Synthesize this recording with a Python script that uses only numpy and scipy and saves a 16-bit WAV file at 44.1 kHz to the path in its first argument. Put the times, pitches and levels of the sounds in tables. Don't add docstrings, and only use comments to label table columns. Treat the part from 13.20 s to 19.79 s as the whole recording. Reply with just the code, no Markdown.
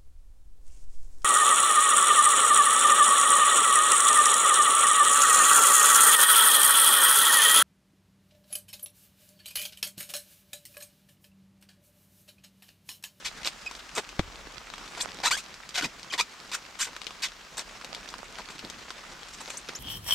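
import sys
import numpy as np
from scipy import signal
from scipy.fft import rfft, irfft
from scipy.io import wavfile
from scipy.ndimage import uniform_filter1d

SR = 44100
rng = np.random.default_rng(int(sys.argv[2]) if len(sys.argv) > 2 else 0)


def unload_audio(sound):
    columns = np.transpose(np.atleast_2d(sound))
    steps = np.round(np.clip(columns, -1, 1) * 32767)
    wavfile.write(sys.argv[1], SR, steps.astype(np.int16))


N = 290619


def gain_of(db):
    return 10 ** (np.asarray(db) / 20)


def evened(x):
    return x / np.sqrt(np.mean(x ** 2) + 1e-20)


def wandering(x, width):
    return evened(uniform_filter1d(uniform_filter1d(x, width), width))


def read(points, hz):
    f, value = np.transpose(points)
    return np.interp(np.log(hz + 1), np.log(f + 1), value)


def curves(rows, t):
    s, *columns = np.transpose(rows)
    return [np.interp(t, s, c) for c in columns]


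def add(mix, s, sound):
    part = mix[..., round(s * SR):][..., :sound.shape[-1]]
    part += sound[..., :part.shape[-1]]


def band(x, low_hz, high_hz):
    sos = signal.butter(2, [low_hz, min(high_hz, SR / 2.2)], "band", fs=SR, output="sos")
    response = signal.sosfilt(sos, signal.unit_impulse(2048))
    return signal.sosfilt(sos, x) / np.linalg.norm(response)


def resonate(x, hz, width_hz):
    turn = np.exp(2j * np.pi * np.cumsum(hz * np.ones(len(x))) / SR)
    r = np.exp(-np.pi * width_hz / SR)
    smooth = signal.lfilter([np.sqrt(1 - r * r)], [1, -r], x / turn)
    return 2 * (turn * smooth).real


def noise(db):
    # f/Hz, coherence [0-1]
    likeness = [(60, 0.48), (400, 0.94), (2400, 0.57), (8000, 0.81), (14000, 0.076)]
    frames, hz = N // 128 + 5, np.fft.rfftfreq(512, 1 / SR)
    a, b, c, d = rng.standard_normal((frames, 257, 4)).T
    same = np.clip(read(likeness, hz), -1, 1)[:, None]
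    left = a + 1j * b
    right = same * left + np.sqrt(1 - same ** 2) * (c + 1j * d)
    field = gain_of(db(hz[:, None], np.arange(frames) * 128 / SR))
    return signal.istft(np.array([left, right]) * field, nperseg=512, noverlap=384)[1][:, :N]


def forest():
    # f/Hz, relative density level/dB
    air = [(12, -29), (20, -1), (49, 0), (98, -37), (181, 7.5), (317, 1.5), (775, 1), (1080, 10), (2880, 4),
           (7230, -0.5), (10100, -17), (12600, -12), (15800, -19)]
    # t/s, level of the part common to both channels/dB
    rumble = [(0.0, -60), (0.98, -61), (1.01, -50), (1.4, -58.5), (3.21, -67.5), (5.1, -59.5), (6.59, -64)]
    hiss = gain_of(-51.5) * evened(noise(lambda hz, t: read(air, hz) + 0 * t))
    low = evened(band(band(rng.standard_normal((N, 3)).T, 26, 62), 23.4, 66))
    level_db = curves(rumble, np.arange(N) / SR)[0]
    return hiss + gain_of(level_db) * (low[0] + 0.43 * low[1:])


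def rustle(patchy_db=1.9, flicker_db=2.5, crackle_db=-3., per_s=600, spread_db=4.2):
    # t/s, level/dB, brightness of the hiss at 2 kHz/dB
    motion = [(0.0, -50, 0.5), (0.59, -50.5, -0.5), (1.51, -48.5, -3), (1.72, -45.5, 0), (1.96, -45, -3.5),
              (2.31, -51, -1), (4.0, -51, -1), (4.31, -53.5, -0.5), (4.57, -47, -2.5), (6.0, -49, -1.5),
              (6.29, -50, 2), (6.59, -47.5, -2.5)]
    # f/Hz, relative density level/dB
    sheet = [(71, -31), (120, -8), (147, 7.5), (289, 1.5), (1130, 1.5), (1230, 3), (5140, -1.5),
             (5810, -2.5), (12100, -19), (15800, -53)]
    crease_hz = [900, 1970, 4500, 6800]

    def field(hz, t):
        patches = uniform_filter1d(rng.standard_normal((len(t), len(hz))), 14, 0)
        patches = evened(uniform_filter1d(patches, 10, 1)).T
        flicker = evened(uniform_filter1d(rng.standard_normal(len(t)), 3))
        tilt_db = curves(motion, t)[1] * np.log2(1 + hz / 2000)
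        return read(sheet, hz) + tilt_db + patchy_db * patches + flicker_db * flicker

    size = gain_of(spread_db * np.minimum(rng.exponential(1, N), 5))
    ticks = size * (rng.random(N) < per_s / SR) * rng.choice([-1, 1], N)
    design_db = 2 * read(sheet, np.linspace(0, SR / 2, 257))
    colour = signal.minimum_phase(signal.firwin2(511, np.linspace(0, 1, 257), gain_of(design_db)))
    sizes = np.outer(crease_hz, [.8, .93, 1.07, 1.25]).ravel()
    crease = rng.integers(0, len(sizes), N)
    flurry = rng.standard_normal((150, len(sizes))).T * np.exp(-np.arange(150) / SR / 0.00099)
    ticks = sum(signal.oaconvolve(ticks * (crease == k), band(flurry[k], f / 2, f * 2))[:N]
                for k, f in enumerate(sizes))
    side = gain_of(5.4 * evened(uniform_filter1d(rng.standard_normal(N), 400)))
    crackle = signal.oaconvolve(np.array([ticks * side, ticks / side]), colour[None])[:, :N]
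    level_db = curves(motion, np.arange(N) / SR)[0]
    return gain_of(level_db) * (evened(noise(field)) + gain_of(crackle_db) * evened(crackle))


def tug(t, rise_s, length_s, peak_db):
    break_s, break_db = 0.001, -9.5
    sag_db_per_s, release_db_per_s = -250, -1200
    swell = break_db * np.maximum(1 - t / rise_s, 0)
    sag = sag_db_per_s * np.maximum(t - rise_s, 0)
    release = release_db_per_s * np.maximum(t - length_s, 0)
    onset = 20 * np.log10(np.minimum(t / break_s, 1) + 1e-4)
    return peak_db + swell + sag + release + onset


def peel(rise_s, length_s, peak_db, first_hz, last_hz, uneven, drum_db, fizz_db, brighten_db,
         drift=0.45, stray_hz=2500., patch_db=-7.5, patch_width_hz=300.0, stutter_db=1.6, shake=.012):
    # low f/Hz, high f/Hz
    slip_hz = [(1300, 6700), (300, 1090), (5060, 8400)]
    patch_hz = [2090, 3340, 4360, 7250]
    t = np.arange(0, .12, 1 / SR)
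    settle_s = .012
    hz = last_hz + (first_hz - last_hz) * np.exp(-t / settle_s)
    tilt_db = brighten_db * (np.minimum(t / length_s, 1) - .5)
    drum_db, fizz_db = drum_db - tilt_db, fizz_db + tilt_db
    uneven = np.clip(uneven, 0, 1)
    wander, sign, grip, *stretch = rng.standard_normal((len(t), 7)).T
    db = tug(t, rise_s, length_s, peak_db) + stutter_db * wandering(grip, 120)
    jitter = (shake + drift * uneven ** 2) * evened(uniform_filter1d(wander, 60))
    turns = np.cumsum(hz * np.exp(jitter)) / SR
    slips = -1. * (np.diff(np.floor(turns), prepend=0) > 0)
    strays = np.sign(sign) * (rng.random(len(t)) < stray_hz * uneven ** 2 / SR)
    train = (slips + uneven * strays) * gain_of(db) / np.sqrt((hz + stray_hz * uneven ** 4) / SR)
    line, drum, fizz = (band(train * gain_of(g), *edges)
                        for g, edges in zip([0, drum_db, fizz_db], slip_hz))
    tensions = [wandering(v, 400) for v in stretch]
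    shares_db = [0, 0, fizz_db / 2, fizz_db]
    patches = sum(resonate(train * gain_of(g), f * np.exp(0.2 * w), patch_width_hz)
                  for f, g, w in zip(patch_hz, shares_db, tensions))
    return line - drum + fizz + gain_of(patch_db) * patches


def snap(db, hz, pan_db, crack_s=.0009, after_s=.006, after_db=-17, ring_db=-2., flap_db=-8.):
    t = np.arange(1500) / SR
    crack, after = rng.standard_normal((len(t), 2)).T
    kick = 2.06 * signal.unit_impulse(len(t)) + np.exp(-t / crack_s) * crack
    kick = kick + gain_of(after_db) * np.exp(-t / after_s) * after ** 3 / 2
    ring = band(kick, hz / 1.89, hz * 1.17)
    ring = gain_of(ring_db) * min(1, np.sqrt(hz / 1500)) * ring
    flap = gain_of(flap_db) * band(kick, 214, 940)
    wave = band(kick, 670, 4650) + ring + flap
    return gain_of(db) * wave / abs(wave).max() * gain_of([[pan_db / 2], [-pan_db / 2]])


def squeak(length_s, db, first_hz, last_hz):
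    overtones_db = [0, -10, -19]
    rise_s, fade_db_per_s = 0.0015, -3000
    t = np.arange(0, .04, 1 / SR)
    hz = first_hz + (last_hz - first_hz) * np.minimum(t / length_s, 1)
    db = db + fade_db_per_s * np.maximum(t - length_s, 0)
    waver, grain = (evened(uniform_filter1d(v, 40)) for v in rng.standard_normal((len(t), 2)).T)
    turns = np.cumsum(hz * (1 + .007 * waver)) / SR
    tone = sum(gain_of(g) * np.sin(2 * np.pi * k * turns) * (k * hz < 12000)
               for k, g in enumerate(overtones_db, 1))
    return np.minimum(t / rise_s, 1) * gain_of(db + 2 * grain) * tone


def bump(db, start_hz, end_hz, s):
    u = np.linspace(0, 1, round(s * SR))
    puff = resonate(rng.standard_normal(len(u)), start_hz + (end_hz - start_hz) * u, 136.0)
    return gain_of(db) * np.sin(np.pi * u ** 0.56) ** 2 * puff


def knock(db, lag=0.0236):
    # f/Hz, level/dB, t60/s
    pole = [(42, -21, 0.67), (86, -13, 0.22), (205, 6.5, 0.018), (315, 5.5, 0.031), (650, 11.5, 0.0086),
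            (1250, 4.5, 0.011), (2390, 7.5, 0.0032)]
    t = np.arange(SR // 2) / SR
    ringing = 0
    for hz, mode_db, t60 in pole:
        since = np.maximum(t - lag / np.sqrt(hz), 0)
        ringing = ringing + gain_of(mode_db - 60 * since / t60) * np.sin(2 * np.pi * hz * since)
    return gain_of(db) * ringing


def clearing(x, t60=0.071):
    t = np.arange(SR // 6) / SR
    taps = band(rng.standard_normal((len(t), 2)).T, 2400, 24000) * gain_of(-60 * t / t60)
    return signal.oaconvolve(x, taps / np.linalg.norm(taps[0]), axes=1)[:, :N]


def scene():
    # start t/s, rise t/s, time to release t/s, level/dB, first f/Hz, settled f/Hz, unevenness [0-1],
    # drumming level/dB, fizz level/dB, brightening over the tug/dB
    peels = [(.047, 0.008, 0.036, -29.5, 945, 803, 0.82, -35, -22, -8),
             (.242, 0.023, 0.046, -36.5, 598, 708, 0.83, -5, -2, 0),
             (0.751, 0.014, 0.026, -39.5, 1300, 1192, 0.49, 7.5, 5, -13),
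             (0.7719, 0.0064, 0.024, -32.5, 242.6, 210.8, 0.36, 5.5, -7, -3.5),
             (1.768, 0.01, 0.026, -43, 950, 1002, 0.91, 7, -8, 0),
             (1.799, 0.0053, 0.018, -33, 1055, 850, 0.67, -8, -3, 24.5),
             (2.033, 0.024, 0.032, -24.5, 713.5, 900, 0.47, -1, -15, 10),
             (2.065, 0.0054, 0.015, -27.5, 1204, 1420, 0.36, 5.5, -5, 3),
             (2.081, .003, 0.0096, -41.5, 992, 900, .3, 7, -8, 10),
             (2.107, 0.0068, 0.048, -25, 601, 1673, .32, 1.5, -9, -4),
             (2.169, 0.009, 0.034, -36.5, 843, 1378, 0.35, -24, -2.5, -9),
             (2.542, 0.019, 0.046, -30, 483.5, 682, 0.57, -13.5, -21, -10),
             (2.576, 0.0065, .021, -27.5, 695, 684, 0.48, -3, -18, -4),
             (2.621, 0.0024, 0.011, -32, 1542, 1394, .45, 3, -24, -2),
             (2.633, 0.0084, .026, -32, 1150, 959, 0.56, -4, -30, 3),
             (2.921, 0.01, 0.032, -35, 988, 807, 0.76, -3.5, -20, -12),
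             (2.978, 0.019, .024, -25.5, 948, 993, 0.47, -4.5, -23, -8),
             (3.002, 0.0076, 0.0091, -24, 1098, 1335, .25, -8, -36, -13),
             (3.315, 0.034, 0.038, -31, 946, 1464, 0.62, -5, -9, 6),
             (3.589, 0.026, 0.068, -31.5, 900, 1300, .65, -13, 1.5, 1),
             (3.665, 0.0052, .025, -47, 1010, 775, .8, 6.5, -10, -4),
             (4.02, 0.017, 0.043, -28, 780.6, 959, 0.64, -29, -13, -22),
             (4.368, 0.012, 0.052, -37.5, 806, 661, 0.68, -1.5, -2, -11),
             (5.18, 0.013, 0.026, -47.5, 1060, 910, 0.77, 10.5, -39, 2),
             (5.3, 0.0045, 0.022, -48.5, 900, 900, 0.84, -2, -1, -5),
             (5.916, 0.0063, 0.016, -50, 900, 900, 0.83, 6, -10, 0),
             (6.082, .004, .01, -49, 900, 900, .8, -6, -6, 0),
             (6.126, 0.0092, 0.023, -49, 900, 900, 0.7, -5, 3, -2),
             (6.203, 0.0081, 0.012, -47.5, 900, 900, 0.6, 10.5, 6, -2),
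             (6.278, 0.0047, 0.01, -49, 900, 814, 0.68, 6, -6, -4),
             (6.297, 0.0057, 0.01, -41, 788, 777, 0.9, 0, 1, 0),
             (6.316, .003, 0.0066, -54, 790, 805, 0.81, -8, 5, 0),
             (6.335, 0.0047, 0.01, -45.5, 650, 627, 0.61, 6, -1, -10)]
    # delay t/s, level/dB
    slip_echoes = [(.002, -15.5), (.004, -19)]
    # t/s, peak level/dB, ring f/Hz, left over right level/dB
    snaps = [(0.232, -22, 2440, 8), (0.248, -16, 3700, -4), (0.257, -17, 2930, -4), (0.268, -15, 3180, 0),
             (0.274, -5.5, 4500, -2.0), (0.512, -21.5, 1460, 3), (0.551, -25, 5000, 0),
             (0.564, -30, 6500, 0), (0.593, -28, 1110, 5), (0.891, -22, 3540, 1), (0.993, -18.5, 423, 14.5),
             (1.501, -27.5, 1470, 14), (1.538, -19.5, 1530, 2), (1.581, -20, 1250, -0.5),
             (1.779, -22, 1150, 0.0), (1.971, -28, 6000, 0), (1.988, -25, 700, 0), (2.002, -24, 900, 2),
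             (2.262, -29.5, 3500, 4), (2.342, -21, 6100, -3), (2.491, -21.5, 5800, -1),
             (2.611, -12, 1380, 4), (2.722, -43, 1500, 2), (2.796, -28, 6600, 2), (2.831, -23, 3940, -0.5),
             (2.846, -28, 1300, 0), (2.938, -10.5, 2780, 3), (3.732, -25.5, 1500, 3), (3.752, -30, 2500, 0),
             (3.765, -19, 1840, 0), (3.817, -19.5, 1150, 7), (3.844, -26.5, 5160, -10),
             (3.868, -14.5, 3300, 7.5), (3.907, -23, 1410, 0.0), (4.086, -24, 3000, 0),
             (4.119, -29.5, 2000, 0), (4.394, -15.5, 5800, 0.5), (4.495, -26.5, 2500, 3),
             (4.578, -38, 800, 0), (4.613, -27, 1300, -2), (4.646, -18.5, 894, 2), (4.748, -17, 4070, 0),
             (4.843, -34, 1140, -1), (4.889, -20, 5060, -3), (4.902, -28, 6500, 0), (4.94, -17.5, 1430, -1),
             (5.186, -21, 1510, 2), (5.203, -25, 1500, -2), (5.288, -23, 2090, 2), (5.305, -29, 5000, 0),
             (5.393, -21, 3300, 3), (5.449, -22.5, 775, 0.5), (5.5, -16.5, 5550, 1),
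             (5.705, -16.5, 1330, 0.5), (6.032, -23, 3700, 1), (6.278, -25, 620, 0.5),
             (6.479, -34, 3000, 0), (6.488, -16.5, 610, 1), (6.492, -18, 2500, 0)]
    # start t/s, time to fade t/s, level/dB, first f/Hz, last f/Hz
    squeaks = [(.462, 0.016, -27, 2570, 2496), (1.807, .02, -26.5, 2500, 9040),
               (2.9, 0.0091, -33.5, 3300, 3040), (2.911, 0.0074, -34, 2430, 2480),
               (6.37, 0.0092, -27, 5300, 8970), (6.55, 0.0132, -30, 5030, 7100)]
    # t/s, level/dB, start f/Hz, end f/Hz, length t/s
    bumps = [(0.765, -38, 420, 170, 0.061), (2.62, -36.5, 290, 170, 0.079), (0.99, -36, 730, 300, 0.011),
             (5.425, -41.5, 330, 70, 0.075), (6.9, -48, 610, 260, 0.09)]
    # t/s, level/dB
    knocks = [(.9931, -17), (0.9984, -31)]
    # f/Hz, gain level/dB
    near_colour = [(8500, -4), (10000, -11.5), (12500, -3), (14000, -8), (15500, -14)]
    film, near = np.zeros(N), np.zeros((2, N))
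    for s, *row in peels:
        add(film, s, peel(*row))
    direct = film.copy()
    for s, db in slip_echoes:
        add(film, s, gain_of(db) * direct)
    for s, *row in snaps:
        add(near, s, snap(*row))
    for s, *row in squeaks:
        add(film, s, squeak(*row))
    for s, *row in bumps:
        add(film, s, bump(*row))
    for s, db in knocks:
        add(film, s, knock(db))
    colour_gain = gain_of(read(near_colour, np.fft.rfftfreq(N, 1 / SR)))
    near = irfft(rfft(near + film) * colour_gain, N)
    return near + gain_of(-5.5) * clearing(near) + rustle() + forest()


def record(dry):
    # f/Hz, level/dB, phase lead [rad]
    lean = [(5000, 0, 0), (9000, 2.5, 0), (11500, 3, -.4), (13600, 3, -2.2), (15200, 3, -7)]
    hz, half = np.fft.rfftfreq(N, 1 / SR), np.array([[.5], [-.5]])
    db, lead = (read([(row[0], row[k]) for row in lean], hz) for k in (1, 2))
    leaned = irfft(rfft(dry) * gain_of(db * half) * np.exp(1j * lead * half), N)
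    edge_hz = 15900
    low_pass = signal.firwin(511, edge_hz, window=("kaiser", 9), fs=SR)
    return signal.oaconvolve(leaned, low_pass[None], "same")


dry = scene()
out = record(dry)
unload_audio(out)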